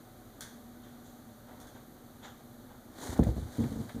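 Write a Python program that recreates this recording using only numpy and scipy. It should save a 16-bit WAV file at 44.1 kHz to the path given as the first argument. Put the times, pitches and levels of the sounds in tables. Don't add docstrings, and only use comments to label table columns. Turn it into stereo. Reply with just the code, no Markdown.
import sys
import numpy as np
from scipy import signal
from scipy.fft import rfft, irfft
from scipy.io import wavfile

SR = 44100
rng = np.random.default_rng(int(sys.argv[2]) if len(sys.argv) > 2 else 0)


def dump(signal):
    limited = np.clip(np.atleast_2d(signal).T, -1, 1)
    pcm = np.round(limited * 32767).astype(np.int16)
    wavfile.write(sys.argv[1], SR, pcm)


N = 176400
TIME_S = np.arange(N) / SR
FREQS_HZ = np.maximum(np.arange(N // 2 + 1) * SR / N, 1)


def from_db(db):
    return 10 ** (np.asarray(db) / 20)


def unit_rms(x):
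    return x / np.sqrt(np.mean(x ** 2) + 1e-20)


def curve(points):
    hz, value = np.transpose(points)
    return np.interp(np.log(FREQS_HZ), np.log(hz), value)


def drift(hz):
    return unit_rms(irfft(rfft(rng.standard_normal(N)) / (1 + (FREQS_HZ / hz) ** 2), N))


def burst(start_s, rise_s, t60_s):
    age_s = TIME_S - start_s
    return np.clip(age_s / rise_s, 0, 1) * np.exp(-np.log(1000) * np.maximum(age_s - rise_s, 0) / t60_s)


def ring(drive, hz, t60_s):
    radius, angle = np.exp(-np.log(1000) / (t60_s * SR)), 2 * np.pi * hz / SR
    return signal.lfilter([0, np.sin(angle)], [1, -2 * radius * np.cos(angle), radius ** 2], drive + 1e-18)


# frequency in Hz, depth before clipping to 0..0.998.
COMB_DEPTH = [(700, 5.8), (1300, -4), (2650, 33.8), (4000, 1.3), (5300, 0.8), (8000, 0.43), (12000, .3)]
# frequency in Hz, left minus right in dB.
BALANCE_DB = [(60, -3.5), (110, -4), (220, 2.5), (700, 2), (1300, -1.5), (2600, 4.5), (4400, -2),
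              (7000, -2.5), (10000, -6.5), (15000, -7.5)]
def stereo_noise(spectrum, lean, tilt_db_oct=0, pan_db=0, close=False):
    comb_hz, bass_edge_hz = 2640, 550
    shared, separate = rfft(rng.standard_normal((2, N)))
    phase = 2 * np.pi * FREQS_HZ / comb_hz
    phase -= 0.081 * np.sin(2 * phase) / 2
    comb = -np.clip(curve(COMB_DEPTH), 0, .998) * (np.cos(phase) - 1j * lean * np.sin(phase))
    above_bass = 1 / (1 + (bass_edge_hz / FREQS_HZ) ** 8)
    bass_coherence = 0.67 if close else 0.22
    coherence = above_bass * comb + (1 - above_bass) * bass_coherence
    left = coherence * shared + np.sqrt(np.maximum(1 - abs(coherence) ** 2, 0)) * separate
    colour_db = curve(spectrum) + tilt_db_oct * np.log2(np.maximum(FREQS_HZ, 500) / 1000)
    sides_db = (curve(BALANCE_DB) + pan_db) * np.array([[.5], [-.5]])
    return unit_rms(irfft(np.array([left, shared]) * from_db(colour_db + sides_db), N))


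def paw_blows(blows, modes, scatter_db, right_delay_s, low_cut_hz=50.6):
    drives = np.zeros((len(modes), 2, N + SR))
    age_s = np.arange(SR // 25) / SR
    for start_s, db, corner_hz, pan_db in blows:
        pulse = age_s * np.exp(-2 * np.pi * corner_hz * age_s)
        for side, sign in enumerate((1, -1)):
            onset = int((start_s + side * right_delay_s) * SR)
            gains = from_db(db + sign * pan_db / 2 + scatter_db * rng.standard_normal((len(modes), 1)))
            drives[:, side, onset:onset + len(pulse)] += gains * pulse / pulse.sum()
    rings = sum(from_db(db) * ring(drive[:, :N], hz, t60) for drive, (hz, db, t60) in zip(drives, modes))
    return signal.sosfilt(signal.butter(4, low_cut_hz, "high", fs=SR, output="sos"), rings)


# start in seconds, level in dB, contact corner in Hz, pan in dB.
PUSHES = [(3.092, -30.5, 417, -7), (3.1923, -13, 844, 5), (3.196, -9.5, 442, 0), (3.209, -34, 149, 0),
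          (3.221, -24, 160, -5), (3.2631, -24, 520, -4), (3.269, -18.5, 600, 7), (3.274, -22, 420, -3),
          (3.288, -22, 240, 7), (3.365, -24.5, 260, -7), (3.380, -27, 330, 7), (3.426, -36, 250, 16),
          (3.454, -33.5, 250, 9.5)]
# frequency in Hz, gain in dB, T60 in seconds.
PUSH_MODES = [(65, -14, 0.15), (113.7, -6, 0.14), (171, -7, 0.032), (262, 1, 0.016), (410, -5.5, 0.013),
              (633, -3.5, 0.014), (830, -22, 0.011)]
# frequency in Hz, level in dB.
PUFF_SPECTRUM = [(30, -42), (65, -17), (120, 0), (200, -1), (400, -5.5), (680, -13), (1100, -32),
                 (2200, -43), (5000, -65)]
def push_off():
    thumps = paw_blows(PUSHES, PUSH_MODES, scatter_db=0.2, right_delay_s=0.00012)
    puffs = sum(from_db(db - 17.5) * burst(s, 0.001, t60_s=0.19) for s, db, _, _ in PUSHES)
    return thumps + puffs * stereo_noise(PUFF_SPECTRUM, lean=0.27, close=True)


# start in seconds, level in dB, contact corner in Hz, pan in dB.
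STEPS = [(3.583, -29.5, 350, 15.5), (3.5903, -21, 453, -1), (3.603, -25, 230, -14), (3.639, -30.5, 794, -1),
         (3.718, -30.5, 550, -5), (3.758, -29, 358, -2), (3.789, -30, 330, -5), (3.802, -34, 377, -2),
         (3.946, -32, 330, -4), (3.963, -30.5, 360, -4)]
# frequency in Hz, gain in dB, T60 in seconds.
FLOOR_MODES = [(55, -17, 0.32), (114, -7, 0.2), (230.5, 1, 0.11), (278, -5, 0.11), (446, -7.5, .1)]
# frequency in Hz, level in dB.
BOOM_SPECTRUM = [(30, -32), (65, -6), (120, 8), (170, -3), (250, 2.5), (360, -8.5), (480, -11), (750, -19),
                 (1500, -30), (4000, -55)]
def running():
    thumps = paw_blows(STEPS, FLOOR_MODES, scatter_db=1.5, right_delay_s=0.00019)
    booms = sum(from_db(db - 13.5) * burst(s, 0.019, t60_s=0.34) for s, db, _, _ in STEPS)
    return thumps + booms * stereo_noise(BOOM_SPECTRUM, lean=0.34)


# time in seconds, level in dB.
SHUDDER_ENVELOPE = [(3.07, -66), (3.105, -38), (3.15, -40), (3.185, -38), (3.205, -23), (3.25, -34),
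                    (3.295, -26.5), (3.325, -38.5), (3.40, -39), (3.46, -42), (3.51, -56), (3.6, -83)]
# frequency in Hz, level in dB.
SHUDDER_SPECTRUM = [(25, -47), (42, -33), (60, -1), (80, 1.5), (115, -4.5), (150, -9.5), (300, -28),
                    (900, -89)]
def floor_shudder():
    level_db = np.interp(TIME_S, *np.transpose(SHUDDER_ENVELOPE))
    return from_db(level_db) * stereo_noise(SHUDDER_SPECTRUM, lean=0, pan_db=-8.5)


# time in seconds, level in dB.
RUB_ENVELOPE = [(2.84, -91), (2.948, -55), (3.009, -44.5), (3.05, -40.5), (3.137, -41.5), (3.162, -48.5),
                (3.22, -54), (3.28, -47), (3.33, -55), (3.38, -50), (3.46, -54), (3.54, -47.5),
                (3.65, -49.5), (3.73, -49.5), (3.86, -51.5), (4.0, -54.5)]
# frequency in Hz, level in dB.
FLEECE_SPECTRUM = [(40, -2), (120, -3), (280, 17), (430, 5.5), (620, 10), (900, 3.5), (1500, -1),
                   (2500, -2.5), (3600, -4), (5000, -6.5), (6900, -9), (9000, -9.5), (12000, -14),
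                   (15500, -17)]
HISS_SPECTRUM = [(2500, -38), (5000, -2), (6900, 5), (9500, -4.5), (12000, -13), (15500, -15)]
FIBRE_HZ = 120
def fur_rub():
    times_s, levels_db = np.transpose(RUB_ENVELOPE)
    rub_db = np.interp(TIME_S, times_s, levels_db)
    grain = from_db(drift(FIBRE_HZ) + 0.93 * drift(21)) * (1 + from_db(-6) * fibre_snags())
    hiss_db = -48 + 1.73 * (rub_db - levels_db.max())
    hiss = from_db(hiss_db) * stereo_noise(HISS_SPECTRUM, lean=0.7, pan_db=-7)
    fleece = from_db(rub_db) * stereo_noise(FLEECE_SPECTRUM, lean=0.96, pan_db=-2)
    return grain * (fleece + hiss)


def fibre_snags(rate_per_s=62, decay_s=0.00071):
    sizes = (rng.random(N) < rate_per_s / SR) * np.minimum(rng.exponential(1, N), 3)
    return signal.lfilter([1], [1, -np.exp(-1 / (decay_s * SR))], sizes + 1e-18)


# start in seconds, level in dB.
SCUFFS = [(3.031, -44), (3.052, -47), (3.093, -42.5), (3.122, -39), (3.158, -41), (3.174, -45)]
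# frequency in Hz, level in dB.
SCUFF_SPECTRUM = [(60, -20), (150, -2), (270, 4), (420, -2), (620, -0.5), (1000, -7.5), (1700, -13),
                  (3000, -23), (8000, -42)]
def pad_scuffs(grit_db=3):
    drags = sum(from_db(db) * burst(s, 0.004, t60_s=0.13) for s, db in SCUFFS)
    grit = from_db(grit_db * drift(FIBRE_HZ))
    return drags * unit_rms(grit * stereo_noise(SCUFF_SPECTRUM, lean=0.48, close=True))


# start in seconds, level in dB, T60 in seconds.
CLAWS = [(3.072, -42, 0.019), (3.231, -37.5, 0.025), (3.245, -43, 0.023), (3.639, -41, 0.03),
         (3.892, -43.5, 0.13)]
# frequency in Hz, level in dB.
CLAW_SPECTRUM = [(400, -2), (900, 2), (1400, -5.5), (2100, 1), (3000, -6), (6000, -24), (15000, -24)]
def claws():
    catches = sum(from_db(db) * burst(s, 0.0018, t60) for s, db, t60 in CLAWS)
    return catches * stereo_noise(CLAW_SPECTRUM, lean=0.6)


# start in seconds, level in dB, reflection send in dB.
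TICKS = [(0.4073, -33, -2), (1.601, -48, 1.5), (1.67, -51.5, -1), (3.177, -45.5, -19), (3.192, -47, -21),
         (3.237, -41, -21), (3.602, -48, -5), (3.895, -54, -5)]
# frequency in Hz, level in dB.
TICK_SPECTRUM = [(300, -17), (800, -3), (1050, -6), (1400, -2), (1630, 4.5), (1950, -2), (2600, -5),
                 (3100, -1.5), (3420, 7), (3900, -1), (6300, 5), (7700, -.5), (9300, 2.5), (11000, -4),
                 (15500, -6)]
def ticks(echo_delay_s=0.011):
    cracks = echoes = tails = 0
    for start_s, db, send_db in TICKS:
        cracks += from_db(db) * burst(start_s, 0.00019, t60_s=0.027)
        echoes += from_db(db + send_db - 9.5) * burst(start_s + echo_delay_s, 0.00067, t60_s=0.16)
        tails += from_db(db + send_db - 10) * burst(start_s, 0.0079, t60_s=0.5)
    early = (cracks + echoes) * stereo_noise(TICK_SPECTRUM, lean=0.31, pan_db=-3.5)
    return early + tails * stereo_noise(TICK_SPECTRUM, lean=0.25, tilt_db_oct=-3.5)


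# start in seconds, level in dB, rise and T60 in seconds, tilt in dB per octave.
SWISHES = [(.825, -57.5, 0.014, 0.69, 0.5), (1.02, -60, 0.049, 0.6, 11), (1.46, -50.5, 0.033, 0.8, -5),
           (1.60, -52.5, 0.02, 0.62, -11), (1.735, -51.5, 0.026, 0.27, -3),
           (2.215, -45, 0.038, 0.39, -0.45), (2.68, -49.5, 0.04, 0.21, -6), (3.60, -52.5, 0.031, 0.3, 0.5)]
# frequency in Hz, level in dB.
SWISH_SPECTRUM = [(150, -1.5), (400, -6), (550, 0), (850, 1), (1050, -3), (1300, 0.5), (1800, -5),
                  (2800, -5.5), (3350, -2), (4300, -14), (7000, -10.5), (10000, -30), (15500, -37)]
def swishes():
    grain = from_db(0.63 * drift(FIBRE_HZ))
    return grain * sum(
        from_db(db) * burst(s, rise, t60) * stereo_noise(SWISH_SPECTRUM, lean=0.78, tilt_db_oct=tilt)
        for s, db, rise, t60, tilt in SWISHES)


# frequency in Hz, rms level in dB.
HUM_PARTIALS = [(37.3, -66.5), (108.5, -67), (218.4, -64.5), (241.2, -57), (328.4, -72), (592.5, -70),
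                (749.5, -71)]
# frequency in Hz, level in dB.
AIR_SPECTRUM = [(25, -8.5), (60, -8.5), (120, 1), (180, -7), (250, 1), (400, -7), (750, -9), (950, -17),
                (1220, -11.5), (1700, -20.5), (2600, -22.5), (5000, -25.5), (7000, -26), (10000, -28),
                (12500, -23), (15500, -30)]
def room_tone():
    hum = 0
    for hz, db in HUM_PARTIALS:
        amplitude = from_db(db + 1.4 * drift(1)) * np.sqrt(2)
        phase = 2 * np.pi * hz * TIME_S + .5 * drift(2.9)
        side_phases = 0.77 * np.array([drift(6.1), drift(7.5)])
        hum += amplitude * np.sin(phase + side_phases)
    return hum + from_db(-52) * stereo_noise(AIR_SPECTRUM, lean=0.2)


def scene():
    return (room_tone() + pad_scuffs() + push_off() + floor_shudder() + running()
            + claws() + ticks() + swishes() + fur_rub())


def record(dry, low_cut_hz=22, high_cut_hz=15500):
    thinned = signal.sosfilt(signal.butter(2, low_cut_hz, "high", fs=SR, output="sos"), dry)
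    return signal.sosfilt(signal.ellip(12, .1, 80, high_cut_hz, fs=SR, output="sos"), thinned)


dry = scene()
out = record(dry)
dump(out)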